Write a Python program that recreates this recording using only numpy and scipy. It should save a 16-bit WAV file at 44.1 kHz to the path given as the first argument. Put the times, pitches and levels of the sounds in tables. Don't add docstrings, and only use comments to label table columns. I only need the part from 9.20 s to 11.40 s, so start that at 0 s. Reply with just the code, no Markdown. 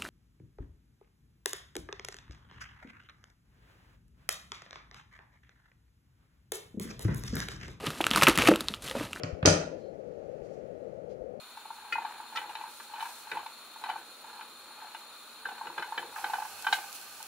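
import sys
import numpy as np
from scipy import signal
from scipy.fft import rfft, irfft
from scipy.io import wavfile
from scipy.ndimage import uniform_filter1d

SR = 44100
rng = np.random.default_rng(int(sys.argv[2]) if len(sys.argv) > 2 else 0)


def store_wav(level_fs):
    pcm = np.round(np.clip(np.atleast_2d(level_fs), -1, 1) * 32767)
    wavfile.write(sys.argv[1], SR, pcm.T.astype(np.int16))


def volts(x):
    e = np.asarray(x, float) / 20
    return 10 ** e


N = 97020
T = np.arange(N) / SR
PAD = 8192


def unit(x):
    return x / np.sqrt(np.mean(x ** 2))


def curve(hz, table, col=1):
    rows = np.array(table, float)
    return np.interp(np.log(hz + 1), np.log(rows[:, 0]), rows[:, col])


def colour(x, db_of):
    cepstrum = irfft(db_of(np.fft.rfftfreq(4096, 1 / SR)) * np.log(10) / 20)
    cepstrum[1:2048] *= 2
    cepstrum[2049:] = 0
    response = irfft(np.exp(rfft(cepstrum)))
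    return signal.fftconvolve(x, response)[:len(x)]


def band(x, hz, width_hz):
    return signal.lfilter(*signal.iirpeak(hz, hz / width_hz, SR), x)


def narrow(hz, width_hz, db):
    once = band(rng.standard_normal(N), hz, width_hz)
    return volts(db) * unit(band(once, hz, width_hz))


def slice_weight(hz, centre, per_octave):
    return np.cos(np.pi / 2 * np.clip(per_octave * np.log2((hz + 1) / centre), -1, 1)) ** 2


def walk(rate):
    hold = int(SR / rate)
    steps = np.repeat(rng.standard_normal(N // hold + 1), hold)
    return 1.3 * uniform_filter1d(uniform_filter1d(steps, hold), hold)[:N]


def swell(start, length):
    u = np.clip((T - start) / length, 0, 1)
    return np.sin(np.pi * u ** .6)


def flow(table, flicker_db, rate):
    hz, out = np.fft.rfftfreq(N, 1 / SR), 0
    spectrum = rfft(rng.standard_normal(N)) * volts(curve(hz, table))
    for centre in 25 * 2 ** np.arange(0, 9.6, 1 / 3):
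        part = irfft(spectrum * slice_weight(hz, centre, 3), N)
        out = out + part * volts(flicker_db * walk(rate))
    return unit(out)


def quiet_house():
    # frequency in Hz, level in dB per Hz.
    house_spectrum = [(30, -15), (70, -9), (200, -11), (750, -20), (1200, -10.5), (2000, -11),
                      (5000, -24.5), (15000, -17)]
    level_db = -62 + 3 * walk(2.0)
    return volts(level_db) * np.array([flow(house_spectrum, 0.92, 8) for _ in range(2)])


def duct_and_hiss():
    duct = narrow(1220, 720, -67) * np.array([[1], [-.65]])
    hiss = narrow(9850, 500, -93) * np.array([[.4], [1]])
    return duct + hiss


def port_rush():
    # frequency in Hz, level in dB per Hz.
    rush_spectrum = [(30, -39.5), (60, -14), (190, -6.5), (280, -10.5), (520, 4.5), (640, -4), (900, -23),
                     (1100, -64)]
    gust_db, flicker_db = 1, -0.5
    rush = volts(-39 + gust_db * walk(130)) * flow(rush_spectrum, flicker_db, 60)
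    leak = -volts(-37) * signal.lfilter(*signal.butter(2, 600, fs=SR), rush)
    return np.array([rush, leak])


def thumps():
    # start in seconds, level in dB, pitch in Hz, right port's extra level in dB.
    thump_events = [
        (.128, -25, 81, -23),
        (1.212, -43, 60, -27),
        (2.006, -44, 55.9, -24),
    ]
    out = 0
    for start, db, hz, right_db in thump_events:
        cycles = np.maximum(T - start, 0) * hz
        swing = np.sin(2 * np.pi * cycles) * cycles * np.exp(-cycles / 0.465) * 5
        out = out + volts(db) * swing * volts(np.array([[0], [right_db]]))
    return out


def rustles():
    # start in seconds, length in seconds, level in dB, centre in Hz.
    rustle_events = [
        (.3, 1.7, -72, 2184),
        (0.501, 1.385, -75.5, 5500),
        (0.494, .25, -66, 4500),
        (1.219, 0.22, -63, 6300),
        (1.889, 0.068, -61.5, 3100),
        (1.89, 0.19, -75, 5000),
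    ]
    out = np.zeros((2, N))
    for start, length, db, hz in rustle_events:
        cloth = unit(band(rng.standard_normal((2, N)), hz, 1.2 * hz))
        out += volts(db + 2 * walk(60)) * swell(start, length) * cloth
    return out


def squeaks():
    # start in seconds, length in seconds, level in dB, pitch in Hz.
    squeak_events = [
        (.598, .15, -68, 4200),
        (.6, .12, -77, 3150),
        (1.5, .3, -82, 4080),
    ]
    width_hz, flutter_db = 230, 1.5
    out = np.zeros((2, N))
    for start, length, db, hz in squeak_events:
        out += volts(db + flutter_db * walk(140)) * swell(start, length) * narrow(hz, width_hz, 0)
    return out


def ring(modes):
    t = T[:SR]
    return sum(volts(db) * np.sin(2 * np.pi * hz * t) * 1000. ** (-t / t60) for hz, db, t60 in modes)


def later_right(x):
    return np.array([x[0], np.roll(x[1], 18)])


def catch_ring():
    # frequency in Hz, level in dB, time to fall 60 dB in seconds.
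    catch_modes = [(4800, -1, .010), (5200, 0, .009), (7400, -11, .008), (10000, -14, .006),
                   (12500, -14, .006)]
    touch_s, level_db = .0343, -21
    out = np.zeros((2, N + PAD))
    first = PAD + int(touch_s * SR)
    out[:, first:first + SR] = volts(level_db) * ring(catch_modes)
    return later_right(out)


def door():
    # start in seconds, panel thud in dB, wood rap in dB, catch crack in dB, contact time in ms.
    hits = [(-.09, -29, -25, -39, 2.), (0.0347, -28.5, -29.5, -34.5, 2.5), (0.043, -30.5, -36.5, -45, 2),
            (0.2274, -18, -27, -57, 5.5), (.2520, -16.5, -19, -44, 1.6), (0.2551, -14, -29, -28, 0.67),
            (0.2576, -19, -32.5, -2.5, 0.57), (.2600, -19.5, -21, -10.5, 1.2),
            (0.2633, -19.5, -31.5, -14, 1.88), (0.274, -14.5, -11, -20, 1.3), (0.286, -19.5, -19, -18, 2.7)]
    # frequency in Hz, level in dB, time to fall 60 dB in seconds.
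    panel_modes = [(62, -11, .15), (79.6, -4, 0.033), (96, -6, 0.11), (132, -11, 0.11), (162.9, -3, 0.19),
                   (187.9, -8.5, 0.7), (283.8, 4, 0.042), (317.5, -11.5, .18), (397, -11.5, 0.07),
                   (441.2, -3, .07), (690, -23, 0.014), (867, -20.5, 0.031), (1020, -17.5, .04),
                   (1248, -10.5, .06)]
    rap_s, crack_rise_s, crack_s = 0.0046, 0.00013, .0015
    rap_hz, rap_width_hz, rap_top_hz = 1370, 1700, 3647
    crack_hz, crack_width_hz = 5500, 3700

    t = (np.arange(N + PAD) - PAD) / SR
    push, rap, crack = np.zeros((3, N + PAD))
    for start, thud_db, rap_db, crack_db, ms in hits:
        since, on = np.maximum(t - start, 0), t > start
        press = np.sin(np.pi * np.clip(since * 1000 / ms, 0, 1)) ** 2
        push += volts(thud_db) * press * 2000 / (ms * SR)
        rap += volts(rap_db) * on * np.exp(-since / rap_s)
        crack += volts(crack_db) * (1 - np.exp(-since / crack_rise_s)) * np.exp(-since / crack_s) * 2

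    grain = rng.standard_normal((3, N + PAD))
    rap = band(rap * (grain[0] + 1.6 * grain[1:]), rap_hz, rap_width_hz) * 2
    rap = signal.lfilter(*signal.butter(4, rap_top_hz, fs=SR), rap)
    crack = band(crack * rng.standard_normal((2, N + PAD)), crack_hz, crack_width_hz) * 2
    thud = signal.fftconvolve(push, ring(panel_modes))[:N + PAD] * .5
    return thud + later_right(rap + crack)


def hall(slam, tick):
    # frequency in Hz, time to fall 60 dB in seconds, level in dB, left-right likeness from 0 to 1.
    wall_echo = [(60, .6, -8.5, 1), (110, .45, -9, 0.97), (196.1, 0.75, -5, 1), (450, 0.62, -3, 1),
                 (1230, 0.45, -0.5, .6), (2420, 0.45, -1, .2), (5000, .36, -3, .1), (9800, 0.29, 5.5, .1),
                 (14000, 0.21, -7, 0.2)]
    tail_db, build_s, tick_echo_db = 0.5, .008, -8
    t, hz = T[:SR], np.fft.rfftfreq(SR, 1 / SR)
    mid, side = rfft(rng.standard_normal((2, SR)))
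    like = np.clip(curve(hz, wall_echo, col=3), 0, 1)
    shared, apart = mid * np.sqrt(1 + like), side * np.sqrt(1 - like)
    pair = np.array([shared + apart, shared - apart])
    tail = 0
    for centre in 40 * 2 ** np.arange(0, 9, .5):
        part = irfft(pair * slice_weight(hz, centre, 2), SR)
        t60 = curve(centre, wall_echo)
        level = volts(curve(centre, wall_echo, col=2)) / np.sqrt(t60 * SR / 7)
        tail = tail + part * 1000. ** (-t / t60) * level
    tail = tail * volts(tail_db) * (1 - np.exp(-t / build_s))
    wet = signal.fftconvolve(slam + volts(tick_echo_db) * tick, tail, axes=1)
    return (slam + tick + wet[:, :N + PAD])[:, PAD:]


def through_ports(air):
    # frequency in Hz, level in dB; the same for both ports.
    mic_response = [(25, -53), (50, -11.5), (100, 4.5), (7100, -7.5), (7800, -13), (11000, -20.5),
                    (15000, -29.5), (16500, -52)]
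    # cavity frequency in Hz, width in Hz, boost or dip in dB.
    cavities = [
        [(614, 300, 16), (1078.7, 250, -4.5), (1900, 500, -14), (2600, 140, -1), (3710, 600, -7.5),
         (5800, 4500, 1.5), (9000, 3000, -12), (10940, 500, -13)],
        [(480, 200, -5), (770, 200, -3.5), (1399, 300, 2.5), (1550, 120, -2), (1840, 500, 2.5), (3100, 910, -5),
         (4348, 747, 2), (5600, 300, -6.5), (9600, 1500, 4), (11800, 1200, -18)],
    ]

    def heard_by(x, port):
        def response_db(f):
            bumps = sum(db * np.exp(-(2 * (f - hz) / width) ** 2) for hz, width, db in port)
            return curve(f, mic_response) + bumps
        return colour(x, response_db)

    left, right = [heard_by(x, port) for x, port in zip(air, cavities)]
    return np.array([left - 2 * band(left, 870, 590), right])


def scene():
    air = quiet_house() + rustles() + squeaks() + hall(door(), catch_ring())
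    return through_ports(air) + duct_and_hiss() + port_rush() + thumps()


def band_limit(x):
    return signal.sosfilt(signal.butter(12, 16470, fs=SR, output="sos"), x)


def record(dry):
    ceiling = .8
    rounded = ceiling * np.tanh(dry / ceiling)
    ease_out = np.clip((N - np.arange(N)) / 150, 0, 1)
    return band_limit(rounded * ease_out)


dry = scene()
out = record(dry)
store_wav(out)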